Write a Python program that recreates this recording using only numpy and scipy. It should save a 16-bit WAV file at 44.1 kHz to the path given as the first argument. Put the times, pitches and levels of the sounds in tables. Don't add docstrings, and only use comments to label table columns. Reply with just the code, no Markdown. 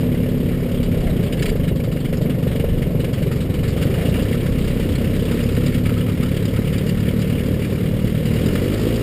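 import sys
import numpy as np
from scipy import signal
from scipy.io import wavfile
from scipy.ndimage import uniform_filter1d

SR = 44100
rng = np.random.default_rng(int(sys.argv[2]) if len(sys.argv) > 2 else 0)


def boost_factor(decibels):
    exponent = np.asarray(decibels, float) / 20
    return 10 ** exponent


def generate_wav(signal):
    frames = np.transpose(np.atleast_2d(signal))
    scaled = np.clip(frames, -1, 1) * 32767
    pcm = np.round(scaled).astype(np.int16)
    wavfile.write(sys.argv[1], SR, pcm)


N = 397782

# [t/s, firing rate f/Hz]
FIRING_RATE = [(0.0, 35.35), (0.88, 34.99), (1.3, 28.09), (1.61, 25.43), (1.98, 23.86), (2.49, 23.21),
               (3.4, 21.74), (3.85, 22.46), (4.0, 26.97), (4.38, 34.71), (4.6, 32.15), (5.02, 32.82),
               (5.14, 33.31), (6.14, 35.78), (7.7, 37.62), (8.35, 38.0), (8.77, 52.68), (9.02, 58.91)]
# [t/s, level/dB]
EFFORT = [(0, -0.5), (.8, -1), (1.1, -0.5), (1.9, -3.5), (2.8, -1.5), (3.5, -2), (3.85, 0.5), (4.05, 3),
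          (4.4, 0.5), (5.45, 1.5), (5.85, -0.5), (6.3, -0.5), (7.4, .5), (8.15, -.5), (8.36, 3),
          (8.54, 3.5), (9.02, 3.5)]
# [t/s, side (-1 right wing, 0 ahead, 1 left wing)]
FACING = [
    (0, -0.96),
    (2.7, -0.9),
    (3.3, -0.13),
    (5.6, 0.35),
    (6.2, 0.67),
    (7.2, 0.1),
    (7.8, 0.087),
    (9.02, 0.24),
]
# [firing level/dB, clatter level/dB]
CYLINDERS = [(-5, 11), (-4, 12), (-3, 13.5), (-5.7, 13)]
# [t/s, extra level/dB]
ODD_FIRINGS = [(.682, -3), (.853, 2), (1.0, -5), (1.258, -4), (1.293, -9), (1.365, -2), (1.438, 0),
               (1.96, -2), (1.996, -6), (2.08, -6), (2.207, 7.5), (2.51, -4), (2.68, -4), (3.934, -6),
               (4.01, -5), (4.73, -4), (5.007, 0), (5.687, 3), (5.716, -13), (6.613, -8), (6.914, 1),
               (7.077, 1.5), (7.428, -10), (7.641, -5), (7.721, 2.5), (8.456, 5), (8.6, -6), (8.76, -3)]
# [f/Hz, width/Hz, level/dB, level per facing/dB, share of effort]
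CABIN_MODES = [(24, 6, -33, 0, 0), (33, 4, -28, -1.5, 0), (60, 20, -30, 0, .8), (85, 25, -30, 2, 1.2),
               (112, 25, -27, 3, 1), (146, 32, -27, 1, -.6), (178, 28, -26, -1, -.2),
               (205, 20, -39, 0, 2.4), (226, 18, -31, 2.5, 1), (244, 16, -29, -2, 0), (290, 40, -40, 0, 2),
               (400, 200, -42.5, 0, 2.6)]
# [f/Hz, level per Hz/dB]
CABIN_SPECTRUM = [(24, -5), (40, -5), (97, 5.5), (145, 4), (178, 1), (205, -3.5), (249, -1), (307, -10),
                  (420, -15), (550, -42), (920, -120)]
# [f/Hz, level per Hz/dB]
PANEL_SPECTRUM = [(140, -16.5), (240, 3), (291, -1.5), (328, -4.5), (466, 0), (560, -6), (682, -21),
                  (831, -25), (1100, -24), (1430, -74), (2420, -120)]
# [f/Hz, level per Hz/dB]
GROUND_SPECTRUM = [(5.9, -46), (10, -4), (32, 3), (70, -4), (91, -4), (150, -120)]
# [f/Hz, level per Hz/dB]
METAL_SPECTRUM = [(380, -48), (650, -13.5), (883, -13), (1270, -5), (1590, -7), (1770, -5), (2220, -5.5),
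                  (2550, -8), (2900, -8.5), (4170, -17), (4930, -16), (5360, -16.5), (5990, -24),
                  (7790, -60), (13200, -120)]
# [f/Hz, width/Hz, level/dB]
FRAME_PARTS = [(1270, 480, -10.5), (1780, 190, -8), (2260, 340, -4.4), (2853, 142, 0.6), (3253, 460, -1),
               (3870, 300, -1), (4580, 560, -3)]
# [t/s, half length/s, level/dB]
SHUDDERS = [
    (1.07, 0.092, 10),
    (3.998, 0.25, 7),
]
# [t/s, extra level/dB]
BUMPS = [(1.06, 13), (1.6, 12), (2.1, 5), (2.74, 13), (3.9, -1), (4.52, 11), (5.4, -5), (6.56, 3), (7.3, 3),
         (8.0, 10), (8.55, 8)]
# [t/s, peak level/dB, ring f/Hz]
RAIL_KNOCKS = [(.1447, -30, 2070), (.524, -30, 1780), (1.066, -24, 2040), (1.4549, -18, 2180),
               (1.6778, -27, 2170), (1.797, -28.5, 2300), (1.9612, -30, 2050), (2.0475, -27, 2150),
               (2.1256, -24, 2010), (2.8197, -24, 2080), (3.042, -23.5, 2280), (3.8645, -28, 1930),
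               (3.822, -20.5, 2060), (3.911, -29, 2320), (4.008, -22, 2260), (4.139, -23, 2300),
               (4.3256, -21.5, 2000), (4.4616, -25, 2070), (5.1483, -26, 2110), (5.3093, -23, 1970),
               (5.3875, -22.5, 2350), (5.5636, -20.5, 1840), (5.678, -24.5, 1800), (5.8553, -20, 2160),
               (6.08, -27, 2250), (6.224, -28, 2250), (7.0637, -26.5, 1830), (7.643, -24, 2350),
               (8.4827, -24, 1800), (8.5505, -22, 1670)]
# [t/s, peak level/dB]
LATCH_KNOCKS = [(1.322, -21.5), (1.3905, -28), (1.4211, -16), (1.491, -24.5), (1.6307, -28.5),
                (1.9114, -30.5), (2.2947, -24.5), (2.5558, -23.5), (2.595, -24.5), (2.6855, -31),
                (2.999, -29), (3.175, -29), (3.224, -25.5), (3.5373, -26.5), (3.5857, -29), (4.5817, -25.5),
                (5.74, -21), (5.89, -26), (5.9365, -24.5), (6.364, -24.5), (6.4475, -32), (6.559, -26),
                (6.7354, -26), (6.89, -23), (7.2154, -27), (7.3223, -26), (7.39, -24), (8.28, -32),
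                (8.7156, -32)]
# [t/s, peak level/dB]
WINDOW_BUZZES = [(3.311, -26.5), (4.139, -29), (5.309, -28), (5.5, -36), (5.615, -30), (5.85, -28),
                 (5.89, -27), (5.965, -27), (6.0797, -27), (6.2234, -25.5), (6.26, -36), (6.56, -28)]
# [t/s, peak level/dB, ring f/Hz]
CHINKS = [(1.3256, -36, 4800), (1.3907, -35, 4550), (1.4252, -30, 5100), (1.4596, -33.5, 4540),
          (1.49, -35, 4670), (1.8362, -49, 4800), (1.9165, -43, 4750), (1.9985, -40, 4380),
          (2.168, -36.5, 5170), (3.2216, -42, 4470), (3.5359, -43, 4540), (4.0088, -48, 4970),
          (4.4598, -43, 4540), (4.951, -34, 4300), (5.2829, -48, 4300), (5.3098, -38, 4930),
          (5.4294, -35, 5000), (5.5469, -37, 4830), (5.659, -30.5, 4800), (6.228, -34, 4740),
          (6.4487, -33, 4870), (6.777, -31, 4830), (6.8874, -35, 4700), (6.999, -36, 4800),
          (7.1063, -52, 4500), (7.213, -37, 5000), (8.4574, -31, 4900), (8.736, -36, 4430)]


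def evened(x):
    return x / np.sqrt(np.mean(x ** 2) + 1e-20)


def columns(rows):
    s, *values = np.transpose(rows)
    return [np.interp(np.arange(N) / SR, s, v) for v in values]


def drift(count, span_s):
    size = max(int(span_s * SR / 400), 1)
    steps = uniform_filter1d(rng.standard_normal((count, N // 400 + 2)), size, axis=1)
    return np.array([np.interp(np.arange(N) / 400, np.arange(len(v)), evened(v)) for v in steps])


def coloured(x, spectrum):
    hz, db = np.transpose(spectrum)
    f = abs(np.fft.fftfreq(2 ** 15, 1 / SR)) + 1
    log_gain = np.log(boost_factor(np.interp(np.log(f), np.log(hz), db, left=-70, right=-90)))
    taps = np.fft.ifft(np.exp(np.conj(signal.hilbert(log_gain)))).real[:2 ** 13]
    return evened(signal.oaconvolve(x, taps)[:len(x)])


def resonate(x, hz, width_hz):
    r = np.exp(-np.pi * width_hz / SR)
    return 2 * signal.lfilter([1 - r], [1, -r * np.exp(2j * np.pi * hz / SR)], x).real


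def wheels():
    t = np.arange(N) / SR
    base_db, db_per_s, bump_s = -34, -0.55, 0.17
    bumps_db = sum(extra_db * np.exp(-((t - s) / bump_s) ** 2) for s, extra_db in BUMPS)
    return boost_factor(base_db + db_per_s * t + bumps_db) * coloured(rng.standard_normal(N), GROUND_SPECTRUM)


def loose_knocks():
    hard_db, ring_per_db = -15, 0.045
    knocks = [(s, db, hz, 0.077, ring_per_db * (hard_db - db)) for s, db, hz in RAIL_KNOCKS]
    knocks += [(s, db, 2904, 0.071, ring_per_db * (hard_db - db)) for s, db in LATCH_KNOCKS]
    knocks += [(s, db, 1280, 0.15, 0.79) for s, db in WINDOW_BUZZES]
    knocks += [(s, db + 7.5, hz, 0.045, 0.65) for s, db, hz in CHINKS]
    return knocks


def canopy():
    out = np.zeros(N + SR)
    t = np.arange(SR // 10) / SR
    rise_s, hold_s, ring_width_hz = 0.0032, 0.008, 320
    spill_ratio, spill_gain = 0.773, 0.51
    knocks = loose_knocks()
    noise = rng.standard_normal((len(knocks), 2, len(t)))
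    shaken = noise[:, 0].ravel()
    shaken = shaken + 2.0 * sum(boost_factor(db) * resonate(shaken, hz, width) for hz, width, db in FRAME_PARTS[1:])
    broad = coloured(shaken, METAL_SPECTRUM[3:]).reshape(len(noise), -1)
    for (s, db, hz, t60_s, share), wide, white in zip(knocks, broad, noise[:, 1]):
        shape = np.minimum(t / rise_s, 1) * boost_factor(-60 * np.maximum(t - hold_s, 0) / max(t60_s, 0.01))
        ring = 0
        for f, gain in ((hz, 1), (hz * spill_ratio, spill_gain)):
            ring = ring + gain * resonate(resonate(white * shape, f, ring_width_hz), f, ring_width_hz)
        share = np.clip(share, 0, 1)
        knock = np.sqrt(1 - share) * evened(wide * shape) + np.sqrt(share) * evened(ring)
        out[round(s * SR):][:len(t)] += boost_factor(db - 3.0) * knock / abs(knock).max()
    return out[:N]


def lumpiness():
    smooth_hz, lumpy_hz = 36, 27
    return np.clip((smooth_hz - columns(FIRING_RATE)[0]) / (smooth_hz - lumpy_hz), 0, 1)


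def level_db(base_db, per_effort, facing_db, lumpy_db):
    moved_db = per_effort * columns(EFFORT)[0] + facing_db * columns(FACING)[0]
    return base_db + moved_db + lumpy_db * lumpiness()


def steadiness():
    return np.maximum(1.95 + 0.27 * columns(EFFORT)[0] - 0.42 * lumpiness(), 0.1)


def firings():
    turns = np.cumsum(columns(FIRING_RATE)[0]) / SR + 0.9
    chance = np.clip(rng.standard_normal((400, 12)), -1.9, 1.7)
    scatter_db = 1.8 + 1.7 * lumpiness()
    scatter_db = np.resize(scatter_db[np.flatnonzero(np.diff(turns.astype(int)))], len(chance))
    odd_s, odd_db = np.transpose(ODD_FIRINGS)
    odd = turns[((odd_s + 0.009) * SR).astype(int)].astype(int)
    chance[odd, :3] = (odd_db / scatter_db[odd])[:, None] * [1.7, 1.3, 1.1]
    strength_db, tick_db = np.array(CYLINDERS)[np.arange(len(chance)) % 4].T
    return turns, scatter_db[:, None] * chance[:, :4], strength_db, tick_db, chance[:, 4:]


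def puffs(turns, strength_db, rise, fall, rest):
    phase = turns % 1
    shape = (1 - np.exp(-phase / rise)) * np.exp(-phase / fall)
    swell = uniform_filter1d(boost_factor(strength_db[turns.astype(int)]) * shape, size=40)
    return (rest + evened(swell)) / (rest + 1) * rng.standard_normal(N)


def valve_clatter(turns, shake_db, part_chance):
    steady = steadiness()
    ticks = puffs(turns, shake_db, 0.07, 0.5, 0.6 * steady)
    rings = 0
    for k, (hz, width_hz, db) in enumerate(FRAME_PARTS):
        shaken = puffs(turns, shake_db + 5.7 * part_chance[:, k], 0.12, 0.69, 0.21 * steady)
        rings = rings + boost_factor(db) * resonate(shaken, hz, width_hz)
    clatter = coloured(ticks + boost_factor(6.5) * rings, METAL_SPECTRUM)
    bright_db = level_db(-15, per_effort=2, facing_db=6, lumpy_db=-4.5)
    clatter = clatter + boost_factor(bright_db) * resonate(clatter, 5030, 1060)
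    return boost_factor(level_db(-40.5, per_effort=0.9, facing_db=0.83, lumpy_db=1.15)) * clatter


def drumming_panels(turns, strength_db):
    t = np.arange(N) / SR
    panels = coloured(puffs(turns + 0.1, strength_db, 0.06, 0.16, 1.1 + 0.5 * steadiness()), PANEL_SPECTRUM)
    upper_db = level_db(-23.5, per_effort=0.4, facing_db=-3, lumpy_db=5)
    shudder_db = sum(db * np.exp(-((t - s) / half_s) ** 2) for s, half_s, db in SHUDDERS)
    upper = evened(resonate(resonate(panels, 726, 260), 670, 260))
    panels = panels + boost_factor(upper_db + shudder_db) * upper
    return boost_factor(level_db(-28.5, per_effort=0.79, facing_db=-0.94, lumpy_db=1.75)) * panels


def lope(turns):
    shapes = rng.standard_normal((2, 4, 40))
    shapes = (shapes - shapes.mean(1, keepdims=True)).reshape(2, -1)
    first, second = (np.interp(turns % 4, np.arange(160) / 40, v, period=4) for v in shapes)
    blend = np.arange(N) / SR * 0.5 + 0.3 * drift(1, 0.3)[0]
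    return coloured(np.cos(blend) * first + np.sin(blend) * second, CABIN_SPECTRUM)


def cabin_roar(turns, strength_db):
    roar = coloured(puffs(turns + 0.1, strength_db, 0.05, 0.3, 2.6), CABIN_SPECTRUM)
    clean_db_per_hz, clean_above_hz = -0.3, 37
    roar_db = -25 + clean_db_per_hz * np.maximum(columns(FIRING_RATE)[0] - clean_above_hz, 0)
    return boost_factor(roar_db) * evened(roar + 0.8 * lope(turns))


def boom_db(hz):
    facing, effort_db = columns(FACING)[0][::100], columns(EFFORT)[0][::100]
    power = 0
    for mode_hz, width_hz, db, turn_db, share in CABIN_MODES:
        mode_db = db + turn_db * facing + share * effort_db
        power = power + boost_factor(2 * mode_db) / (1 + (2 * (hz - mode_hz) / width_hz) ** 4)
    return 10 * np.log10(power)


def exhaust(turns, strength_db):
    order = np.arange(1, 11)[:, None]
    lag_turns = 0.042 * order ** 2 - 0.26 * order + 0.015 * drift(10, 0.2)
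    cabin_db = np.repeat(boom_db(order * columns(FIRING_RATE)[0][::100]), 100, axis=1)[:, :N]
    cabin_db = uniform_filter1d(cabin_db, size=400, axis=1)
    cabin_db = cabin_db - 1.5 * lumpiness() - 5 * (order > 7)
    tones = boost_factor(cabin_db + 1.0 * drift(10, 0.25) + 3.5) * np.cos(2 * np.pi * (order * turns - lag_turns))
    return tones.sum(0) * uniform_filter1d(boost_factor(strength_db[turns.astype(int)]), size=300)


def engine():
    turns, scatter_db, strength_db, tick_db, part_chance = firings()
    clatter = valve_clatter(turns, tick_db + 0.65 * scatter_db[:, 3], part_chance)
    panels = drumming_panels(turns, strength_db + scatter_db[:, 2])
    roar = cabin_roar(turns, 0.7 * scatter_db[:, 1])
    tone = exhaust(turns, 0.6 * strength_db + 0.45 * scatter_db[:, 0])
    return clatter + panels + roar + tone


def scene():
    return (wheels() + canopy() + engine())[None]


def low_pass(x):
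    return signal.sosfilt(signal.butter(12, 16130, fs=SR, output="sos"), x)


def record(dry):
    dry = signal.sosfilt(signal.butter(3, 22, "high", fs=SR, output="sos"), dry)
    soft = 0.81 * np.tanh(dry / 0.64)
    slow = signal.resample_poly(soft, 40, 147, axis=1, window=("kaiser", 3.0))
    held = signal.resample_poly(np.repeat(slow, 4, axis=1), 147, 160, axis=1)
    held = np.pad(held, ((0, 0), (0, 64)))[:, :N]
    band_limit = signal.firwin(1023, 15400, window=("kaiser", 7), fs=SR)
    held = signal.oaconvolve(held, band_limit[None], "same")
    return low_pass(held)


dry = scene()
out = record(dry)
generate_wav(out)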